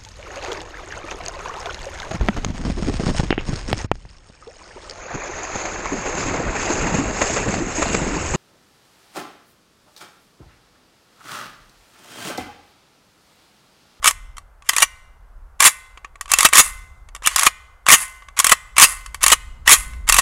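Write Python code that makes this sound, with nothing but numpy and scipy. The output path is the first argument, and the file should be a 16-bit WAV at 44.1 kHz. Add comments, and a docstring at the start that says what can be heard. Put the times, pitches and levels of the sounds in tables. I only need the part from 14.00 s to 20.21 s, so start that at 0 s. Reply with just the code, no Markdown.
"""Racking a shotgun in an open field

The charging handle of a self-loading shotgun is worked again and again, close to the microphone. Each pull
scrapes and clacks back to the rear stop; let go, the bolt rattles forward, slams shut and leaves its spring
ringing. Light wind rumbles on the microphone, and the loudest clacks have their peaks flattened."""
import sys
import numpy as np
from scipy import signal
from scipy.fft import rfft, irfft, next_fast_len
from scipy.io import wavfile

SR = 44100
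rng = np.random.default_rng(int(sys.argv[2]) if len(sys.argv) > 2 else 0)


def transcribe(signal):
    """Save signal, clipped to [-1, 1], as a 16-bit WAV file at the path in sys.argv[1]."""
    frames = np.atleast_2d(signal).T
    limited = np.clip(frames, -1, 1)
    pcm = np.round(limited * 32767).astype(np.int16)
    wavfile.write(sys.argv[1], SR, pcm)


N = 273905


def gain_of(db):
    """Decibels to amplitude."""
    return 10 ** (np.asarray(db) / 20)


def unit_rms(x):
    """Scales to an rms of 1."""
    return x / np.sqrt(np.mean(x ** 2) + 1e-20)


def curve_at(points, hz):
    """Reads a curve on a log-frequency axis."""
    point_hz, value = np.transpose(points)
    return np.interp(np.log(hz + 1), np.log(point_hz + 1), value)


def add(mix, start_s, sound):
    """Mixes a sound in at its start time."""
    part = mix[max(round(start_s * SR), 0):][:len(sound)]
    part += sound[:len(part)]


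def coloured_noise(spectrum):
    """Steady noise of a given colour, rms 1."""
    size = next_fast_len(N, real=True)
    colour = gain_of(curve_at(spectrum, np.fft.rfftfreq(size, 1 / SR)))
    return unit_rms(irfft(rfft(rng.standard_normal(size)) * colour, size)[:N])


def two_poles(hz):
    """Warped cut-off and denominator of a two-pole Butterworth filter."""
    k = np.tan(np.pi * min(hz / SR, .48))
    return k, [1 + np.sqrt(2) * k + k * k, 2 * (k * k - 1), 1 - np.sqrt(2) * k + k * k]


def lowpass(x, hz):
    """Rolls off the highs at 12 dB per octave."""
    k, poles = two_poles(hz)
    return k * k * signal.lfilter([1, 2, 1], poles, x)


def highpass(x, hz):
    """Rolls off the lows at 12 dB per octave."""
    return signal.lfilter([1, -2, 1], two_poles(hz)[1], x)


def damped_sine(t, hz, t60):
    """One ringing mode, 60 dB down after t60 seconds."""
    return np.sin(2 * np.pi * hz * t) * gain_of(-60 * t / t60)


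# Colour of the outdoor bed. Each row: frequency in Hz, relative level in dB.
AIR_SPECTRUM = [(100, -8), (280, -11), (480, -3), (800, 0.5), (1400, 0.5), (1900, -9.5), (2400, -16),
                (3800, -22.5), (12000, -24), (15500, -31.5)]
def air(level_db=-59.5):
    """The far, steady murmur of open air."""
    return gain_of(level_db) * coloured_noise(AIR_SPECTRUM)


# Colour of the wind. Each row: frequency in Hz, relative level in dB.
WIND_SPECTRUM = [(10, -10), (22, -1.5), (38, 2.5), (65, -4), (100, -16.5), (160, -26.5), (300, -43),
                 (700, -62), (3000, -100)]
# Fader moves of the rumble. Each row: time in seconds, level in dB.
WIND_GUSTS = [(0.0, -40.5), (0.38, -40.5), (0.53, -51), (1.42, -42.5), (1.73, -53), (2.7, -40),
              (3.99, -50.5), (6.18, -29), (6.21, -47)]
def wind():
    """Wind rumbles on the microphone; stronger gusts add a higher flutter."""
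    gust_db = np.interp(np.arange(N) / SR, *np.transpose(WIND_GUSTS))
    flutter = unit_rms(lowpass(highpass(rng.standard_normal(N), 90), 240))
    flutter_db = -53 + 1.5 * (gust_db - gust_db.max())
    return gain_of(gust_db) * coloured_noise(WIND_SPECTRUM) + gain_of(flutter_db) * flutter


# Length of the field's reverb. Each row: frequency in Hz, 60 dB decay time in seconds.
TAIL_DECAY = [(150, 0.1), (600, 1.55), (2000, 0.68), (5000, 0.7), (10000, 0.49), (15000, 0.55)]
# Colour of that reverb. Each row: frequency in Hz, return level in dB.
TAIL_COLOUR = [(150, -32), (350, -33.5), (1200, -31.5), (3000, -28.5), (6000, -33.5), (11000, -33.5),
               (15000, -35)]
def field_reverb(x, onset_s=.02):
    """Grass, fence and trees scatter back a faint tail that lingers longest in the low mids."""
    hz, t, bands = signal.stft(rng.standard_normal(SR), SR, nperseg=256)
    t60 = curve_at(TAIL_DECAY, hz)[:, None]
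    decay = gain_of(-60 * t / t60) * np.sqrt(2 * np.log(1000) / (t60 * SR))  # equal energy per band
    colour = gain_of(curve_at(TAIL_COLOUR, hz))[:, None]
    tail = signal.istft(bands * decay * colour, SR, nperseg=256)[1]
    fade_in = 1 - np.exp(-np.arange(len(tail)) / SR / onset_s)
    return signal.fftconvolve(x, tail * fade_in)[:N]


def chatter(t, grain_db, grain_s):
    """Force of metal chattering on metal: countless tiny contacts that come in clumps."""
    knots = np.clip(rng.standard_normal(256), -2, 2)
    clumps = gain_of(grain_db * np.interp(t / grain_s, np.arange(len(knots)), knots))
    return unit_rms(clumps * np.resize(rng.standard_normal(SR // 4), len(t)))


def tilt(force, bright_db, split_hz=3600):
    """A harder contact moves energy into the highs; brightness is treble over mids."""
    mids, treble = lowpass(force, split_hz), highpass(force, split_hz)
    return gain_of(-bright_db / 2) * mids - gain_of(bright_db / 2) * treble


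def contact_ring(force, count=6, low_hz=2000, high_hz=11500, share_db=-18.5, t60=.025):
    """The bolt moves, so each contact finds other short resonances of the parts that touch."""
    t = np.arange(SR // 40) / SR
    hz = low_hz * (high_hz / low_hz) ** ((np.arange(count) + rng.random(count)) / count)
    modes = damped_sine(t, hz[:, None], t60)
    signs = (-1.) ** np.arange(count)
    ring = gain_of(share_db) * (signs / np.linalg.norm(modes, axis=1)) @ modes
    ring[0] += 1  # the direct hit
    return signal.fftconvolve(force, ring / np.linalg.norm(ring))


def blow(db, bright_db, chatter_s, fade_s, rattle_db, thud_db, rattle_s=.02, rise_s=.0004):
    """One impact: the parts chatter and separate, and loose pieces rattle on, over a low thud."""
    t = np.arange(SR // 8) / SR
    after = np.maximum(t - chatter_s, 0)
    attack = 1 - np.exp(-t / rise_s)
    decay = np.exp(-after / fade_s) + gain_of(rattle_db) * np.exp(-after / rattle_s)
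    force = tilt(attack * decay * chatter(t, grain_db=2.5, grain_s=.0011), bright_db)
    force = lowpass(force, hz=max(19000 + 270 * db, SR / 10))  # gentle touches sound duller
    return gain_of(db) * contact_ring(force + gain_of(thud_db) * lowpass(force, 750))


def clacks(hits):
    """Short, light blows of steel on steel; one step of brightness tilts them by 1.4 dB."""
    force = np.zeros(N)
    for start, db, brightness in hits:
        hit = blow(db + 1, 1.4 * brightness, chatter_s=.0019, fade_s=.0023,
                   rattle_db=-21.5, thud_db=-20.5)
        add(force, start, hit)
    return force


# Colour of the gun's dense, damped modes. Each row: frequency in Hz, relative level in dB.
BODY_SPECTRUM = [(40, -17.5), (170, -26.5), (330, -29.5), (520, -13), (800, -10), (1100, 2), (1600, -1),
                 (2300, -0.5), (4100, -10.5), (5500, -6.8), (7500, -1), (10800, -3), (12500, -11),
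                 (15800, -21.5)]
# The receiver's short ring. Each row: pitch in Hz, relative energy in dB, decay time in seconds.
RECEIVER_MODES = [(1137.3, -13.5, 0.037), (1240, -13.5, .03), (1878, -19, 0.041), (2660, -15, 0.036),
                  (4530, -27, 0.051), (4930, -29, 0.079), (6830, -21.5, .04)]
def gun_body(force, size=4096):
    """Every force rings the same metal: a dense, dead body and a few clear modes."""
    log_gain = np.log(gain_of(curve_at(BODY_SPECTRUM, abs(np.fft.fftfreq(size, 1 / SR)))))
    minimum_phase = np.exp(np.conj(signal.hilbert(log_gain)))
    body = np.fft.ifft(minimum_phase).real[:size // 2]
    ring, t = np.zeros(SR), np.arange(SR) / SR
    add(ring, 0, gain_of(-3.5) * body / np.linalg.norm(body))
    for hz, db, t60 in RECEIVER_MODES:
        mode = np.cos(2 * np.pi * hz * t) * gain_of(-60 * t / t60)
        ring += gain_of(db - 5) * mode / np.linalg.norm(mode)
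    return signal.fftconvolve(force, ring)[:N]


# Light handling taps, and a small metal bounce after the first slam.
# Each row: start in seconds, relative level in dB, brightness in steps.
LIGHT_TICKS = [(.109, -15.5, 0), (.368, -34, -1), (.381, -30, -3), (.622, -42, -6.5), (.733, -18.5, -1.5),
               (1.974, -39, -15), (2.046, -37.5, -16.5), (2.156, -40, -8), (2.21, -20.5, 1.5),
               (2.257, -37, -7.5), (2.279, -34, -6.5), (2.487, -19.5, 4.5), (3.087, -42, -4.5),
               (3.149, -26.5, -3), (3.162, -34, -5.5), (3.222, -35, -15), (4.222, -48, -19),
               (4.285, -38, -11), (5.061, -27.5, -.5), (5.145, -22, -1.5), (5.934, -37.5, -8)]
def light_ticks(knock_db=-7, softness=.8):
    """Small contacts tick on the gun; the soft ones mostly ring the receiver's lowest, hollow mode."""
    knocks, t = np.zeros(N), np.arange(SR // 8) / SR
    hollow = damped_sine(t, RECEIVER_MODES[0][0], t60=.055)
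    for start, db, brightness in LIGHT_TICKS:
        add(knocks, start, gain_of(db + knock_db - softness * brightness) * hollow)
    return gun_body(clacks(LIGHT_TICKS)) + knocks


# Small steel accents. Each row: start in seconds, pitch in Hz, level in dB, decay time in seconds.
STEEL_PINGS = [(.075, 5355, -16, 0.081), (0.37, 5700, -42, 0.07), (.691, 5060, -12.5, 0.042),
               (0.829, 5950, -23, .12), (2.597, 6900, -8.5, 0.1), (3.262, 2850, -17, 0.11),
               (3.944, 6900, -9.5, .06)]
def pings():
    """Some blows leave the handle or latch free to ring one short, clear note."""
    out, t = np.zeros(N), np.arange(SR // 4) / SR
    for start, hz, db, t60 in STEEL_PINGS:
        add(out, start, gain_of(db) * damped_sine(t, hz, t60))
    return out


# One quick upward chirp. Each row: time in seconds, pitch in Hz, level in dB.
SQUEAK_GLIDE = [(3.239, 2100, -40), (3.252, 2700, -23), (3.263, 3350, -17), (3.268, 3400, -40.5)]
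def squeak(wobble=.05):
    """The handle sticks and slips as it leaves its latch, rising in pitch as it gathers speed."""
    times, hz, db = np.transpose(SQUEAK_GLIDE)
    t = np.arange(times[0], times[-1], 1 / SR)
    jitter = unit_rms(lowpass(rng.standard_normal(SR // 2), 600))[:len(t)]
    cycles = np.cumsum(np.interp(t, times, hz) * (1 + wobble * jitter)) / SR
    out = np.zeros(N)
    add(out, times[0], gain_of(np.interp(t, times, db)) * np.sin(2 * np.pi * cycles))
    return out


# Long ring of spring and barrel. Each row: pitch in Hz, relative level in dB, decay time in seconds.
SPRING_PARTIALS = [(169, -48, 0.45), (544, -51, .25), (1050, -37.5, 0.85), (1497, -37, 0.85),
                   (1879, -32, .5), (2062, -30.5, 0.8), (2283, -47, 0.72), (2400, -37, 0.23),
                   (2660, -41, .3), (3488, -47, 0.33), (5455, -42.5, 0.3), (5730, -47, .25),
                   (8177, -49.5, 0.7)]
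def spring_ring(stop_db=-8, slam_db=1.5):
    """The jolt at either end of the travel rings spring and barrel; the squeezed spring rings less."""
    out, t = np.zeros(N), np.arange(SR) / SR
    ring = sum(gain_of(db) * damped_sine(t, hz, t60) for hz, db, t60 in SPRING_PARTIALS)
    for *_, stop, _, _, db, _, _ in PULL_CUES:
        add(out, stop, gain_of(db / 2 + stop_db) * ring)
    for _, _, slam, _, effort_db, db, *_ in RELEASE_CUES:  # harder releases ring louder
        add(out, slam, gain_of(db / 2 + 1.4 * effort_db + slam_db) * ring)
    return out


def spring_buzz(db, hold_s, sizzle_hz=(8700, 11300), fade_s=.024, linger_s=.08):
    """After a slam the recoil spring surges, its coils sizzling against their tube and settling."""
    t = np.arange(SR // 2) / SR
    after = np.maximum(t - hold_s, 0)
    coils = gain_of(db) * np.minimum(t / .015, 1) * chatter(t, grain_db=3, grain_s=.002)
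    surge = coils * np.exp(-after / fade_s)
    settle = coils * np.exp(-after / linger_s)
    sizzle = signal.sosfilt(signal.butter(1, sizzle_hz, "band", fs=SR, output="sos"), surge)
    return gain_of(.5) * sizzle + gain_of(-10) * surge + gain_of(-14.5) * settle


def scrape(start, end, first_db, last_db, bright_db):
    """Gritty friction of the carrier on its rails, swelling or fading evenly in dB."""
    t = np.arange(max(round((end - start) * SR), 64)) / SR
    level = gain_of(np.linspace(first_db, last_db, len(t))) * signal.windows.tukey(len(t), .2)
    grit = tilt(level * chatter(t, grain_db=4, grain_s=.0012), bright_db)
    force = np.zeros(N)
    add(force, start, contact_ring(lowpass(highpass(grit, 490), 12500)))
    return force


def edge_clacks(edges, start, end, effort_db):
    """The carrier passes edges at fixed places, so a quicker stroke strikes them closer together."""
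    return clacks((start + share * (end - start), db + effort_db, brightness)
                  for share, db, brightness in edges)


def rattles(start, end, db, per_s=55, spread_db=3, slots=8):
    """Loose parts knock at random while the carrier moves."""
    place, chance, size, colour = rng.random((4, slots))
    times = start + (end - start) * (np.arange(slots) + place) / slots
    levels = db + spread_db * (2 * size - 1)
    brightness = -1 + 4 * (2 * colour - 1)
    sounding = chance < per_s * (end - start) / slots
    return clacks(np.transpose([times, levels, brightness])[sounding])


# Clacks from hammer to rear stop. Each row: share of the way, relative level in dB, brightness in steps.
BACK_EDGES = [(0, -3.2, 3.5), (.32, -6, 5), (.69, -7, 2), (.94, -12, 4)]
# The back strokes. Each row: times of grip, latch, unlock, hammer contact and rear stop in seconds,
# then effort, scrape level, stop level and stop brightness in dB, and stop chatter in seconds.
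PULL_CUES = [(.652, .689, .691, .764, .821, -7.5, -24.5, -4, -2, .0105),
             (2.296, 2.316, 2.336, 2.386, 2.449, -.7, -20.5, 1, -2.5, .008),
             (3.238, 3.261, 3.272, 3.360, 3.464, -2, -21.5, -2, -5.5, .0056),
             (4.372, 4.390, 4.399, 4.444, 4.517, 0, -23.5, -.5, -5, .007),
             (5.215, 5.231, 5.238, 5.263, 5.318, -.5, -22, -3.5, -1.5, .014),
             (6.077, 6.089, 6.096, 6.123, 6.184, 0, -21, -2, -2, .0065)]
def pulls(lead_s=.008, creep_db_per_s=-70):
    """The latch snaps free, the bolt unlocks, the carrier creeps to the hammer and slides to its stop."""
    force = np.zeros(N)
    for grip, latch, unlock, hammer, stop, effort_db, scrape_db, db, bright_db, chatter_s in PULL_CUES:
        latch_db = 1.8 * effort_db  # a gentle pull hardly sounds the latch
        grip_db = 3 * effort_db
        creep_db = scrape_db + creep_db_per_s * (hammer - unlock)  # a slower creep is quieter
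        force += clacks([(grip, 2 * latch_db - 30, -3), (latch, latch_db - 7.5, 5.5), (unlock, -2.3, .8)])
        force += scrape(grip - lead_s, unlock, grip_db - 32, grip_db - 19.5, bright_db=-6)
        force += scrape(unlock, hammer, creep_db - 7, creep_db - 2, bright_db=-4)
        force += scrape(hammer, stop, scrape_db + .5, scrape_db - .5, bright_db=-1.5)
        force += edge_clacks(BACK_EDGES, hammer, stop, effort_db)
        force += rattles(hammer, stop, effort_db / 2 - 17)
        add(force, stop, blow(db, bright_db, chatter_s, fade_s=.0053, rattle_db=-25, thud_db=-4.5))
    return force


# Clacks on the run forward. Each row: share of the way, relative level in dB, brightness in steps.
FORWARD_EDGES = [(0, -1, -2), (.47, -1.5, -.5), (.82, -4.5, 5)]
# The forward strokes. Each row: times of slip, run and slam in seconds, then slip level, effort, slam
# level and slam brightness in dB, slam chatter in seconds, buzz level in dB, buzz hold in seconds.
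RELEASE_CUES = [(.027, .043, .074, -28, -7.5, -4.5, 2.5, .0055, -44, .03),
                (1.601, 1.603, 1.649, -30, -2, -3.5, 4, .026, -31.5, .07),
                (2.528, 2.533, 2.579, -14, 0, -1, 7.5, .022, -22, .085),
                (3.865, 3.885, 3.921, -18, 1.3, -.5, 6, .02, -22.5, .105),
                (4.766, 4.781, 4.817, -16, 0, -1, 6, .025, -22.5, .1),
                (5.661, 5.676, 5.712, -35, 0, -2, 7.5, .025, -23.5, .09)]
def releases(lead_s=.008):
    """The handle slips free; the bolt runs forward, slams shut and sets the spring buzzing."""
    force = np.zeros(N)
    for slip, run, slam, slip_db, effort_db, db, bright_db, chatter_s, buzz_db, buzz_s in RELEASE_CUES:
        force += clacks([(slip, slip_db, -10)])
        force += scrape(slip - lead_s, run, effort_db - 42, effort_db - 20, bright_db=-8)
        force += scrape(run, slam, effort_db / 2 - 15, effort_db / 2 - 9, bright_db=-1.5)
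        force += edge_clacks(FORWARD_EDGES, run, slam, effort_db)
        add(force, slam, blow(db, bright_db, chatter_s, fade_s=.008, rattle_db=-20, thud_db=-22))
        add(force, slam, spring_buzz(buzz_db, buzz_s))
    return force


def scene():
    """Air and wind behind, the gun up close with a faint field reverb, in mono."""
    action = light_ticks() + pings() + squeak() + gun_body(pulls() + releases())
    return (air() + wind() + field_reverb(action) + spring_ring() + action)[None]


def record(dry, ceiling=.98, knee=3.3, top_hz=15900):
    """The loudest peaks are flattened; a steep low-pass trims the very top."""
    flattened = dry / (1 + abs(dry / ceiling) ** knee) ** (1 / knee)
    band_limit = signal.firwin(511, top_hz, window=("kaiser", 9), fs=SR)
    return signal.oaconvolve(flattened, band_limit[None], "same")


dry = scene()
out = record(dry)
transcribe(out)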